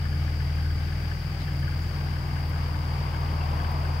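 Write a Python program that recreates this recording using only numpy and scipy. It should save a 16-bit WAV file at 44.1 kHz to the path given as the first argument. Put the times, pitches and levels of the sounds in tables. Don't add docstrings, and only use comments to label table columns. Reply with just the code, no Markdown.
import sys
import numpy as np
from scipy import signal
from scipy.fft import rfft, irfft, next_fast_len
from scipy.io import wavfile
from scipy.ndimage import map_coordinates

SR = 44100
rng = np.random.default_rng(int(sys.argv[2]) if len(sys.argv) > 2 else 0)


def store_wav(level_fs):
    pcm = np.round(np.clip(np.atleast_2d(level_fs), -1, 1) * 32767)
    wavfile.write(sys.argv[1], SR, pcm.T.astype(np.int16))


N = 176400


def amp(db):
    return 10 ** (np.asarray(db) / 20)


def unit(x):
    return x / np.sqrt(np.mean(x ** 2) + 1e-20)


def along(points, hz):
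    freqs, values = np.transpose(points)
    return np.interp(np.log(hz + 1), np.log(freqs + 1), values)


def curve(rows):
    return np.interp(np.arange(N) / SR, *np.transpose(rows))


def wobble(rate_hz):
    knots = rng.standard_normal(int(N * rate_hz / SR) + 4)
    return map_coordinates(knots, [np.arange(N) * rate_hz / SR])


def filtered(x, response):
    size = next_fast_len(N + SR // 2)
    return irfft(rfft(x, size) * response(np.fft.rfftfreq(size, 1 / SR)), size)[..., :N]


def pan(db):
    gains = amp(np.array([[.5], [-.5]]) * db)
    return gains / np.sqrt(np.mean(gains ** 2, axis=0))


def rush(spectrum, coherence, balance=((1, 0),)):
    def mid_side_gains(hz):
        angle = np.arccos(np.clip(along(coherence, hz), -1, 1)) / 2
        return amp(along(spectrum, hz)) * [np.cos(angle), np.sin(angle)]
    mid, side = filtered(rng.standard_normal((2, N)), mid_side_gains)
    return unit(filtered(np.array([mid + side, mid - side]), lambda hz: pan(along(balance, hz))))


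# (time [s], cycle rate [Hz])
ENGINE_SPEED = [(0.0, 19.74), (0.75, 19.71), (0.95, 20.08), (1.15, 20.51), (1.42, 20.49), (1.6, 19.79),
                (1.88, 20.53), (2.15, 20.19), (2.55, 19.96), (3.2, 19.93), (3.55, 19.67), (4.0, 20.09)]
FIRST_PULSE_S = .045


def engine_cycles():
    cycles = np.cumsum(curve(ENGINE_SPEED)) / SR
    return cycles - cycles[int(FIRST_PULSE_S * SR)]


# (time [s], level [dB])
BOOM_LEVEL = [(0, -28), (.85, -27), (1.1, -31.5), (1.45, -32), (1.56, -28.5), (1.7, -28.5), (1.93, -32),
              (2.06, -31), (2.3, -31), (2.6, -28.5), (3.1, -30), (3.5, -27.5), (4, -29.5)]
# (multiple of cycle rate, level [dB])
EXHAUST_ORDERS = [(2, -37.5), (5, -46), (6, -40), (7, -35.5), (8, -43), (10, -57.5), (15, -57.5)]
# (centre [Hz], width [Hz])
MUFFLER_CHAMBERS = [(100, 3), (161, 5)]
# (frequency [Hz], relative density [dB])
RUMBLE_SPECTRUM = [(12, -19), (26, -16), (45, -5.5), (62, -7.5), (100, -3.5), (140, -1.5), (180, -7.5),
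                   (250, -12.5), (335, -13.5), (400, -22), (450, -22.5), (900, -52.5)]


def exhaust(cycles):
    def order(k, waver_rad):
        hz = k * cycles[-1] / (N / SR - FIRST_PULSE_S)
        lag_rad = sum(2 * np.arctan2(hz * width, centre ** 2 - hz ** 2)
                      for centre, width in MUFFLER_CHAMBERS)
        return np.sqrt(2) * np.cos(2 * np.pi * k * cycles - lag_rad + waver_rad * wobble(14))
    boom_db = curve(BOOM_LEVEL)
    tone = amp(boom_db + .93 * wobble(9.9)) * order(4, waver_rad=.085)
    swell_db = boom_db - boom_db.mean()
    for k, db in EXHAUST_ORDERS:
        depth = k / 7
        waver_db = depth * (1.4 * wobble(9) + .25 * swell_db)
        tone += amp(db + waver_db) * order(k, waver_rad=.17 * depth ** 2)
    rumble = amp(-39.5) * rush(RUMBLE_SPECTRUM, coherence=[(30, .6), (100, 1), (350, .83)])
    return tone * pan(db=1.56) + rumble


# (frequency [Hz], relative density [dB])
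WHIRR_SPECTRUM = [(150, -6.5), (400, -1.5), (680, -0.5), (830, 1), (980, -6), (1230, 1.5), (1370, -3.5),
                  (1560, 2), (1800, -3), (2150, 0), (2600, -6), (3100, -6.5), (3500, -12), (4200, -15.5),
                  (6200, -18.5), (7500, -39.5), (10000, -29)]
# (frequency [Hz], L-R coherence)
WHIRR_COHERENCE = [(300, 1), (700, .6), (1300, -0.0006), (2300, 0.11), (6000, 0.4)]
# (frequency [Hz], L-R [dB])
WHIRR_BALANCE = [(300, 2), (700, 0.5), (1500, 9), (3000, 8.5), (6000, 7.5)]


def whirr(cycles):
    pulsing = 1 + .15 * np.cos(2 * np.pi * 2 * cycles)
    return amp(-43 + .63 * wobble(11)) * pulsing * rush(WHIRR_SPECTRUM, WHIRR_COHERENCE, WHIRR_BALANCE)


# (time [s], relative level [dB])
HARD_TICKS = [(0.0523, -38), (0.1266, -37), (0.2768, -40), (0.3311, -42), (0.404, -37), (0.5844, -42),
              (0.6599, -38), (0.7063, -41), (0.8844, -40), (0.9208, -41), (1.04, -42), (1.1134, -39),
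              (1.4785, -38), (1.6272, -36), (1.6776, -35), (1.722, -41), (2.0687, -41), (2.1644, -40),
              (2.365, -39), (2.5381, -39), (2.7427, -38), (3.1443, -37), (3.5987, -36), (3.6451, -35),
              (3.8501, -37)]
# (frequency [Hz], relative level [dB], T60 [s])
PART_MODES = [(1510, -2, .034), (1690, 0, .034), (2200, -14, .02), (2700, -15, .02), (3080, -10, .028)]


def loose_part(cycles):
    detune, scatter_db, rise_s = .02, 1.5, .003
    soft_times_s = np.flatnonzero(np.diff(np.floor(2 * cycles - .5))) / SR
    soft = [(s, -53 + 2.5 * np.clip(rng.normal(), -2, 2)) for s in soft_times_s]
    hard = [(s, db + 3.5) for s, db in HARD_TICKS]
    t = np.arange(SR // 10) / SR
    attack = 1 - np.exp(-t / rise_s)
    out = np.zeros((2, N + SR))
    for start_s, db in hard + soft:
        start = int(start_s * SR)
        for hz, mode_db, t60_s in PART_MODES:
            phase = 2 * np.pi * (hz * (1 + detune * rng.normal()) * t + rng.random((2, 1)))
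            decay = amp(db + mode_db + rng.normal(0, scatter_db) - 60 * t / t60_s)
            out[:, start:start + len(t)] += 2 * attack * decay * np.sin(phase)
    return out[:, :N] * pan(db=10)


# (time [s], level [dB])
CAR_LEVEL = [(0, -58.5), (1.4, -51), (1.8, -51.5), (2, -44.5), (2.3, -44.5), (2.8, -42), (3.25, -38.5),
             (3.7, -37), (4, -39.5)]
# (frequency [Hz], relative density [dB])
TYRE_SPECTRUM = [(100, -10.5), (230, -0.5), (400, -5), (600, -3.5), (920, 3.5), (1150, 1), (1500, -10.5),
                 (2200, -13.5), (3200, -19), (6000, -45)]
# (frequency [Hz], L-R coherence)
TYRE_COHERENCE = [(250, 0.93), (600, 0.64), (1200, -0.61), (2500, 1)]


def far_car():
    level_db = curve(CAR_LEVEL) + .28 * wobble(5.77)
    return amp(level_db) * rush(TYRE_SPECTRUM, TYRE_COHERENCE, balance=[(300, 0), (900, 5)])


# (carrier [Hz], stroke rate [Hz], level [dB], L-R [dB])
NEAR_CRICKETS = [(4850, 66.8, -54.5, 23), (4670, 33.2, -55.5, 14), (4905, 49, -58.5, -9),
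                 (5360, 37.8, -61.5, 13)]
# (frequency [Hz], relative density [dB])
CHORUS_SPECTRUM = [(3800, -34), (4350, -8.5), (4600, 4), (4830, 0), (5050, -1.5), (5450, -10.5),
                   (5650, -43), (7000, -58)]


def crickets():
    sag_hz, blur_rad = 109, .59
    out = amp(-52 + .43 * wobble(5.9)) * rush(CHORUS_SPECTRUM, coherence=[(4800, .067)])
    for carrier_hz, rate_hz, db, pan_db in NEAR_CRICKETS:
        stroke = (np.cumsum(rate_hz * (1 + .0089 * wobble(3))) / SR + rng.random()) % 1
        drift_hz = 9.99 * np.array([wobble(60), wobble(60)])
        hz = carrier_hz + drift_hz - sag_hz * (2 * stroke - 1)
        phase = 2 * np.pi * np.cumsum(hz, axis=1) / SR
        phase += blur_rad * np.array([wobble(220), wobble(220)])
        tone = np.sin(phase) + amp(-24) * np.sin(2 * phase) + amp(-26) * np.sin(3 * phase)
        pulses = np.abs(np.sin(np.pi * stroke)) ** 2.08
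        out += amp(db + .34 * wobble(8)) * unit(tone * pulses) * pan(pan_db)
    return out


# (start [s], length [s], initial pitch [Hz], target pitch [Hz], level [dB])
BIRD_CHIPS = [(1.806, .055, 5800, 7900, -59), (3.404, .02, 2800, 2400, -39.5)]


def birds():
    bend_s, echo_t60_s = .028, .4
    chips = np.zeros(N)
    for start_s, length_s, from_hz, target_hz, db in BIRD_CHIPS:
        t = np.clip(np.arange(N) / SR - start_s, 0, length_s)
        hz = target_hz + (from_hz - target_hz) * np.exp(-t / bend_s)
        rough_rad = 1.1 * target_hz / 7900 * wobble(900)
        envelope = amp(db) * np.sin(np.pi * t / length_s)
        chips += envelope * np.sin(2 * np.pi * np.cumsum(hz) / SR + rough_rad)
    tail = rng.standard_normal((2, SR // 2)) * amp(-60 * np.arange(SR // 2) / SR / echo_t60_s)
    echo = signal.fftconvolve(chips[None], tail / np.linalg.norm(tail[0]), axes=1)[:, :N]
    return (chips + amp(-3) * echo) * pan(db=7)


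# (time [s], half length [s], centre [Hz], level [dB])
GRASS_RUSTLES = [(1.417, .02, 4000, -47.5), (2.498, .007, 13500, -53), (3.718, 0.0087, 12500, -53)]


def grass():
    skirt_ratio = 3.24
    t = np.arange(N) / SR
    out = np.zeros((2, N))
    for peak_s, half_s, hz, db in GRASS_RUSTLES:
        spectrum = [(hz / skirt_ratio, -40), (hz, 0), (hz * skirt_ratio, -40)]
        envelope = amp(db) * np.exp(-((t - peak_s) / half_s) ** 2)
        out += envelope * rush(spectrum, coherence=[(4000, 0)])
    return out * pan(db=5)


# (frequency [Hz], relative density [dB])
SIZZLE_SPECTRUM = [(8000, -39), (9500, -16), (9750, -8), (9950, -18), (12000, -24), (14250, -23),
                   (14600, -8), (14950, -8), (15700, -14)]
# (time [s], level [dB])
SIZZLE_SWELL = [(0, -76), (1.2, -74), (1.6, -62), (4, -70)]


def insect_sizzle():
    rate_hz = 33.5 * (1 + .006 * wobble(3))
    pulses = np.sin(np.pi * np.cumsum(rate_hz) / SR) ** 2
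    level_db = curve(SIZZLE_SWELL) + 1.5 * wobble(9)
    return amp(level_db) * unit(pulses * rush(SIZZLE_SPECTRUM, coherence=[(9000, 0)])) * pan(db=10)


def scene():
    cycles = engine_cycles()
    engine = exhaust(cycles) + whirr(cycles) + loose_part(cycles)
    return engine + far_car() + crickets() + insect_sizzle() + birds() + grass()


# (frequency [Hz], relative density [dB])
HISS_SPECTRUM = [(3000, -9), (7000, 0), (8400, 1), (9100, -7), (10800, -0.5), (13200, -2.5), (15500, 1.5)]
# (frequency [Hz], L-R [dB])
HISS_BALANCE = [(7500, 0), (8400, 5), (9200, 9), (15000, 10)]


def record(dry):
    limit_hz = 15780
    hiss = amp(-55.5) * rush(HISS_SPECTRUM, coherence=[(8000, 0)], balance=HISS_BALANCE)
    return filtered(dry + hiss, lambda hz: hz < limit_hz)


dry = scene()
out = record(dry)
store_wav(out)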